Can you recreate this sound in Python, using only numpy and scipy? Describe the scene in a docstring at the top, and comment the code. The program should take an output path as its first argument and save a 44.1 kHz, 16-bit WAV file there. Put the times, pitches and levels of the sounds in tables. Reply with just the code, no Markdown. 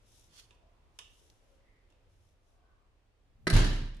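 """A wooden door swings shut in a quiet flat, heard from a stereo microphone close by.
First clothing rustles a little to the left; a hand slides and the handle clicks a little to the right.
The hinges rub faintly through the swing, and air swells in the closing gap. Near 3.5 s the latch
chatters over the strike plate; the leaf slams into the frame, booms and rattles.
A hard-walled hall answers and the lock clicks last. A far motor hums under it all."""
import sys
import numpy as np
from scipy import signal
from scipy.fft import rfft, irfft, next_fast_len
from scipy.io import wavfile
from scipy.ndimage import map_coordinates

SR = 44100
rng = np.random.default_rng(int(sys.argv[2]) if len(sys.argv) > 2 else 0)


def transcribe(signal):
    """Save signal, clipped to [-1, 1], as a 16-bit WAV file at the path in sys.argv[1]."""
    frames = np.atleast_2d(signal).T
    limited = np.clip(frames, -1, 1)
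    pcm = np.round(limited * 32767).astype(np.int16)
    wavfile.write(sys.argv[1], SR, pcm)


N = 176400


# the leaf meeting the frame, then rattling: start_s, level_db, tilt_db_per_octave
FRAME_HITS = [(3.528, -30.5, 1.5), (3.5362, -27, 2.5), (3.55, -25.5, 1), (3.5636, -26.5, 3),
              (3.5706, -30, 1.6), (3.618, -38.5, -4), (3.644, -33, 3.1), (3.695, -44, 3), (3.73, -43, 2.5),
              (3.757, -48, 3), (3.785, -50.5, 0.5), (3.815, -49, 1), (3.8539, -65, 6.5)]
# the crack of wood on wood: frequency_hz, level_db
FRAME_SPECTRUM = [(60, -12), (110, -0.5), (165, -6), (200, -7), (257, -12), (390, -12.5), (470, -22),
                  (570, -18), (750, -24), (960, -21), (1290, -25), (1600, -22), (2400, -30.5),
                  (2950, -27.5), (3300, -30.5), (4000, -28.5), (5500, -35), (8300, -42), (9600, -39),
                  (11800, -48.5), (12800, -55), (15000, -62)]
# ringing of leaf and frame: pitch_hz, level_db, t60_s
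FRAME_MODES = [(205.6, -3, 0.27), (328, -7, 0.32), (408.4, -4, 0.31), (1314, -7, .12), (1590, -21, 0.091),
               (2926, -4, 0.08), (4000, -6, 0.12)]

def slam():
    """The leaf meets the frame at several points, rattles and fills the hall."""
    return contacts(FRAME_HITS, FRAME_SPECTRUM, FRAME_MODES, rise_s=0.00056, crack_t60_s=0.093,
                    treble_hz=9000, ring_db=-20, hall_db=1, build_s=0.01)


# the leaf's weight landing and rebounding: start_s, level_db
THUDS = [(3.522, -14.5), (3.707, -33.5), (3.81, -34)]
# bending modes of the leaf: pitch_hz, level_db, t60_s, rise_s
LEAF_MODES = [(32.17, 3, 0.72, 0.0124), (57.8, -10.5, 0.73, 0.0071), (91.9, -11, 0.69, 0.012),
              (112.8, -4, 0.41, 0.0082), (120.2, -11, 0.23, .006), (165, -14.5, 0.71, 0.0035),
              (200.8, -22, 0.48, 0.0058)]

def boom():
    """Each landing flexes the whole leaf in its low modes."""
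    track, t = np.zeros((2, N)), np.arange(SR) / SR
    flex = 0
    for hz, db, t60, rise in LEAF_MODES:
        onset = 1 - np.exp(-(t / rise) ** 2)
        flex += amp(db - 60 * t / t60) * onset * np.sin(2 * np.pi * hz * t)
    for start_s, db in THUDS:
        add(track, start_s, amp(db) * flex)
    return track


# the bolt on the strike plate: start_s, level_db, tilt_db_per_octave
LATCH_HITS = [(3.4695, -21, -.5), (3.4762, -23, 0.5), (3.4998, -25.5, 5.5), (3.5065, -28, 0.5),
              (3.511, -39.5, 12), (3.5175, -36, 2)]
# the crack of the bolt: frequency_hz, level_db
LATCH_SPECTRUM = [(71, -30), (120, -6.5), (392, -6.5), (701, -12.5), (807, -11), (1160, -16.5),
                  (1600, -4.5), (2690, -20.5), (2970, -13.5), (3290, -26), (4180, -12.5), (7190, -29.5),
                  (9520, -24.5), (13400, -43.5), (14500, -85)]
# ringing after each strike: pitch_hz, level_db, t60_s
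LATCH_MODES = [(166.2, 0, 0.17), (328, -2, 0.12), (398, 0, 0.068), (644, -5.5, 0.068), (1295, 0, .04),
               (1580, 2, 0.033), (1667, 0, 0.03), (2012, 0, 0.048), (4090, -5, .05), (4290, -15, 0.042),
               (5470, -11, .025), (9700, -21, 0.035)]

def latch():
    """The bolt strikes the plate and chatters along it, close to the microphone, with little hall."""
    return contacts(LATCH_HITS, LATCH_SPECTRUM, LATCH_MODES, rise_s=0.00062, crack_t60_s=0.044,
                    treble_hz=6000, ring_db=-7.5, hall_db=-9.5, build_s=0.026, linger=0.6)


# clicks of handle and lock: start_s, level_db, tilt_db_per_octave
CLICKS = [(.5074, -56, -5), (.9885, -38, -1.5), (1.9017, -69.5, 0), (1.9232, -69, -4), (3.9457, -60.5, 0),
          (3.9667, -62, 6)]
# the snap of a click: frequency_hz, level_db
CLICK_SPECTRUM = [(250, -31), (500, -14), (750, -22), (980, -7), (1300, -14.5), (1750, -11), (2000, -20),
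                  (2700, 0), (3550, -1.5), (4100, -16), (5300, -3.5), (7400, -7.5), (8500, -9.5),
                  (10900, -10.5), (12000, -23), (14500, -24)]
# ringing of the steel parts: pitch_hz, level_db, t60_s
CLICK_MODES = [(980, -16, .1), (1754, -13, 0.072), (2530, -2.5, 0.061), (2860, -16, 0.046),
               (2920, -6, 0.046), (3490, -1, .04), (3597, 2.5, 0.057), (5200, -21, .04)]

def handle():
    """Small steel parts of handle and lock click right of the microphone; their echo is short."""
    clicks = contacts(CLICKS, CLICK_SPECTRUM, CLICK_MODES, rise_s=0.00035, crack_t60_s=0.037,
                      treble_hz=5000, ring_db=-10, hall_db=-4, build_s=0.0015, linger=0.76)
    return pan(clicks, left_db=-4)


# snaps of handling: start_s, level_db
TICKS = [(0.3972, -48.5), (.402, -57), (1.3, -56.5)]
# their bright noise: frequency_hz, level_db
TICK_SPECTRUM = [(1000, -16), (2500, -4), (3500, 0), (6500, 0), (9000, -17), (15000, -15)]

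def handling_ticks(t60_s=0.022):
    """Handling the door makes tiny dry snaps close to the microphone."""
    track, t = np.zeros((2, N)), np.arange(SR // 10) / SR
    for start_s, db in TICKS:
        add(track, start_s, amp(db - 60 * t / t60_s) * coloured(TICK_SPECTRUM, len(t)))
    return pan(track, left_db=-2.5)


# rise and fall of the hand's slide: time_s, level_db
SLIDE_LEVEL = [(.29, -78), (.35, -62.5), (0.392, -56), (.41, -60), (.47, -73), (.56, -81)]
# friction of hand on door: frequency_hz, level_db
SLIDE_SPECTRUM = [(530, -40), (900, -11.5), (2590, -9.5), (3390, 0.5), (3900, -10), (4430, 1), (4860, -6.5),
                  (5720, -3.5), (8300, -12), (10100, -9.5), (14500, -29)]

def hand_slide():
    """A hand slides over the door with an uneven grip, right of the microphone."""
    level_db = np.interp(clock(), *np.transpose(SLIDE_LEVEL), left=-200, right=-200)
    grip_db = 1.8 * wobble(149.4)
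    return pan(amp(level_db + grip_db) * coloured(SLIDE_SPECTRUM, N), left_db=-3.5)


# movements of clothing: centre_s, half_length_s, level_db
SWISHES = [(0.18, 0.079, -63), (1.005, 0.042, -80), (1.197, 0.12, -68.5), (1.516, 0.07, -79.5),
           (2.128, 0.034, -81), (2.26, 0.063, -77.5), (2.5, 0.056, -79.5)]
# the hiss of cloth: frequency_hz, level_db
CLOTH_SPECTRUM = [(880, -37), (1500, -22), (2340, -15.5), (3390, -4), (3950, -5), (4430, -10), (5670, -1),
                  (8280, -9), (10100, -6), (14500, -22)]

def clothing():
    """Cloth rubs in grainy swishes, a little left of the microphone."""
    level = sum(amp(db) * swell(centre_s, half_s) for centre_s, half_s, db in SWISHES)
    grain = amp(1.1 * wobble(230) - 3.5)
    return pan(level * grain * coloured(CLOTH_SPECTRUM, N), left_db=2.5)


# rubs and rumbles of the moving door: centre_s, half_length_s, pitch_hz, bandwidth_hz, level_db
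RUBS = [(0.313, 0.014, 148, 62, -70), (0.65, 0.053, 668, 107, -72.5), (0.82, 0.35, 990, 406, -80),
        (1.245, 0.053, 455, 149, -75), (1.539, 0.076, 541, 48.5, -74), (1.743, 0.087, 2020, 340, -75.5),
        (1.985, 0.094, 513, 119, -79), (2.21, 0.1, 89, 49.5, -67.5), (2.604, 0.16, 690, 200, -79.5),
        (2.715, 0.17, 1120, 260, -79.5), (2.7, 0.083, 1530, 139, -80.5)]

def hinges():
    """Each faint rub swells and fades in one narrow resonance."""
    track = np.zeros((2, N))
    for centre_s, half_s, pitch_hz, width_hz, db in RUBS:
        rub = noise(lambda hz: 1 / (1 + (2 * (hz - pitch_hz) / width_hz) ** 2), N)
        track += amp(db) * swell(centre_s, half_s) * rub
    return track


# air pushed ahead of the leaf: frequency_hz, level_db
DRAUGHT_SPECTRUM = [(20, 2), (45, 4), (150, -4.5), (300, -21), (700, -35), (3000, -48)]

def draught(peak_s=3.46, peak_db=-55.5, slope_db_per_s=110):
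    """Air squeezed through the closing gap swells until the latch lands, then falls away."""
    return amp(peak_db - slope_db_per_s * abs(clock() - peak_s)) * coloured(DRAUGHT_SPECTRUM, N)


# decay of the hard-walled hall: frequency_hz, t60_s
HALL_DECAY = [(60, 0.73), (250, 0.66), (1000, 0.59), (2500, 0.68), (5000, 0.55), (10000, 0.27),
              (15000, 0.26)]

def hall(x, build_s, linger):
    """Reflections build up, then each frequency dies at its own speed; linger scales the decay time."""
    hz, t, spectra = signal.stft(noise(np.ones_like, SR), SR, nperseg=256)
    t60 = linger * along(HALL_DECAY, hz)[:, None]
    tail = signal.istft(spectra * amp(-60 * t / t60), SR, nperseg=256)[1]
    tail *= 1 - np.exp(-np.arange(tail.shape[1]) / SR / build_s)
    return signal.fftconvolve(x, tail / np.linalg.norm(tail[0]), axes=1)


# still air in the flat: frequency_hz, level_db
ROOM_SPECTRUM = [(12, -33), (20, 0.5), (38, 2.5), (108, -9), (173, -18), (408, -16.5), (456, -18.5),
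                 (538, -18), (771, -21), (1630, -27), (2030, -28), (2610, -27.5), (8330, -41),
                 (9830, -42.5), (14900, -54)]
# its slow drift: time_s, level_db
ROOM_LEVEL = [(0, -65), (.8, -67), (1.6, -66), (2.3, -69), (3.0, -70), (4, -72)]
# tones of a far motor: pitch_hz, level_db
MOTOR_TONES = [(35, -72.5), (72, -75.5), (105, -78.5)]

def room_tone():
    """Quiet air around the microphone, with the wavering hum of a far motor."""
    t = clock()
    air_db = np.interp(t, *np.transpose(ROOM_LEVEL)) + 0.66 * wobble(5.7)
    air = amp(air_db) * coloured(ROOM_SPECTRUM, N)
    hum = sum(amp(db + 2 * wobble(5)) * np.sin(2 * np.pi * hz * t + wobble(5)) for hz, db in MOTOR_TONES)
    return pan(air + hum, left_db=-0.55)


def contacts(hits, spectrum, modes, rise_s, crack_t60_s, treble_hz, ring_db, hall_db, build_s, linger=1):
    """Each contact is a dense crack, whose treble dies first, plus ringing modes, followed by the hall."""
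    track, t = np.zeros((2, N)), np.arange(SR // 2) / SR
    lowpass = signal.butter(2, treble_hz, fs=SR, output="sos")
    decay_db = -60 * t / crack_t60_s
    for start_s, db, db_per_octave in hits:
        tilt = lambda hz: db_per_octave * np.log2(np.maximum(hz, 300) / 2000)
        burst = noise(lambda hz: amp(along(spectrum, hz) + tilt(hz)), len(t))
        body = signal.sosfiltfilt(lowpass, burst)
        crack = body * amp(decay_db) + (burst - body) * amp(decay_db / 0.62)
        ring = 0
        for hz, mode_db, t60 in modes:
            spread = min(hz / 2000, 2)  # high modes differ more in phase between left and right
            phase = rng.uniform(0, 2 * np.pi) + spread * rng.standard_normal((2, 1))
            struck_db = mode_db + tilt(hz) + rng.normal(0, 1)
            ring += amp(struck_db - 60 * t / t60) * np.sin(2 * np.pi * hz * t + phase)
        hit = amp(db) * (crack + amp(ring_db) * ring) * (1 - np.exp(-t / rise_s))
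        add(track, start_s, hit)
        add(track, start_s, amp(hall_db) * hall(hit[:1], build_s, linger))
    return track


# likeness of the microphone's left and right sides: frequency_hz, correlation
STEREO_LIKENESS = [(30, 0.55), (70, 0.75), (140, 0.84), (280, 0.82), (450, 0.74), (650, 0.37), (1000, 0.1),
                   (2000, 0.05), (12000, 0.071)]

def noise(gain, size):
    """Stereo noise of rms 1, shaped by gain(hz), near mono in the bass."""
    hz = np.fft.rfftfreq(size, 1 / SR)
    angle = np.arccos(along(STEREO_LIKENESS, hz)) / 2
    spectra = rfft(rng.standard_normal((2, size))) * gain(hz)
    mid, side = irfft(spectra * [np.cos(angle), np.sin(angle)], size)
    stereo = np.array([mid + side, mid - side])
    return stereo / np.sqrt(np.mean(stereo ** 2) + 1e-20)


def coloured(spectrum, size):
    """Stereo noise following (frequency_hz, level_db) points."""
    return noise(lambda hz: amp(along(spectrum, hz)), size)


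def filtered(x, gain):
    """Shape a track by gain(hz)."""
    size = next_fast_len(N + SR // 2)
    return irfft(rfft(x, size) * gain(np.fft.rfftfreq(size, 1 / SR)), size)[:, :N]


def amp(db):
    """Decibels to gain."""
    return 10 ** (np.asarray(db) / 20)


def along(points, hz):
    """Interpolate (frequency_hz, value) points on a log axis."""
    knots_hz, values = np.transpose(points)
    return np.interp(np.log(hz + 1), np.log(knots_hz + 1), values)


def clock():
    """Time of every sample in seconds."""
    return np.arange(N) / SR


def swell(centre_s, half_s):
    """A bell-shaped rise and fall."""
    return np.exp(-((clock() - centre_s) / half_s) ** 2 / 2)


def wobble(rate):
    """A smooth random curve, rate knots a second."""
    return map_coordinates(rng.standard_normal(int(N * rate / SR) + 4), [np.arange(N) * rate / SR])


def pan(x, left_db):
    """Place a sound; left_db is left minus right, so negative leans right."""
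    return x * amp(np.array([[left_db], [-left_db]]) / 2)


def add(track, start_s, sound):
    """Mix a sound in at start_s."""
    start = round(start_s * SR)
    track[:, start:start + sound.shape[-1]] += sound[..., :N - start]


# the shutting door's balance at the microphone: frequency_hz, left_minus_right_db
DOOR_BALANCE = [(30, -1), (80, -4.3), (170, -3), (350, -1), (700, -1.2), (1400, 1), (2800, -1.1),
                (5000, -0.5), (10000, -1), (13000, 1)]

def scene():
    """All sources at the microphone; the shutting door leans to the right."""
    balance = lambda hz: amp(np.outer([.5, -.5], along(DOOR_BALANCE, hz)))
    door = filtered(latch() + slam() + boom(), balance)
    return (door + handle() + hand_slide() + handling_ticks()
            + clothing() + hinges() + draught() + room_tone())


def record(dry):
    """The recorder keeps nothing above 15 kHz."""
    return filtered(dry, lambda hz: hz < 15000)


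dry = scene()
out = record(dry)
transcribe(out)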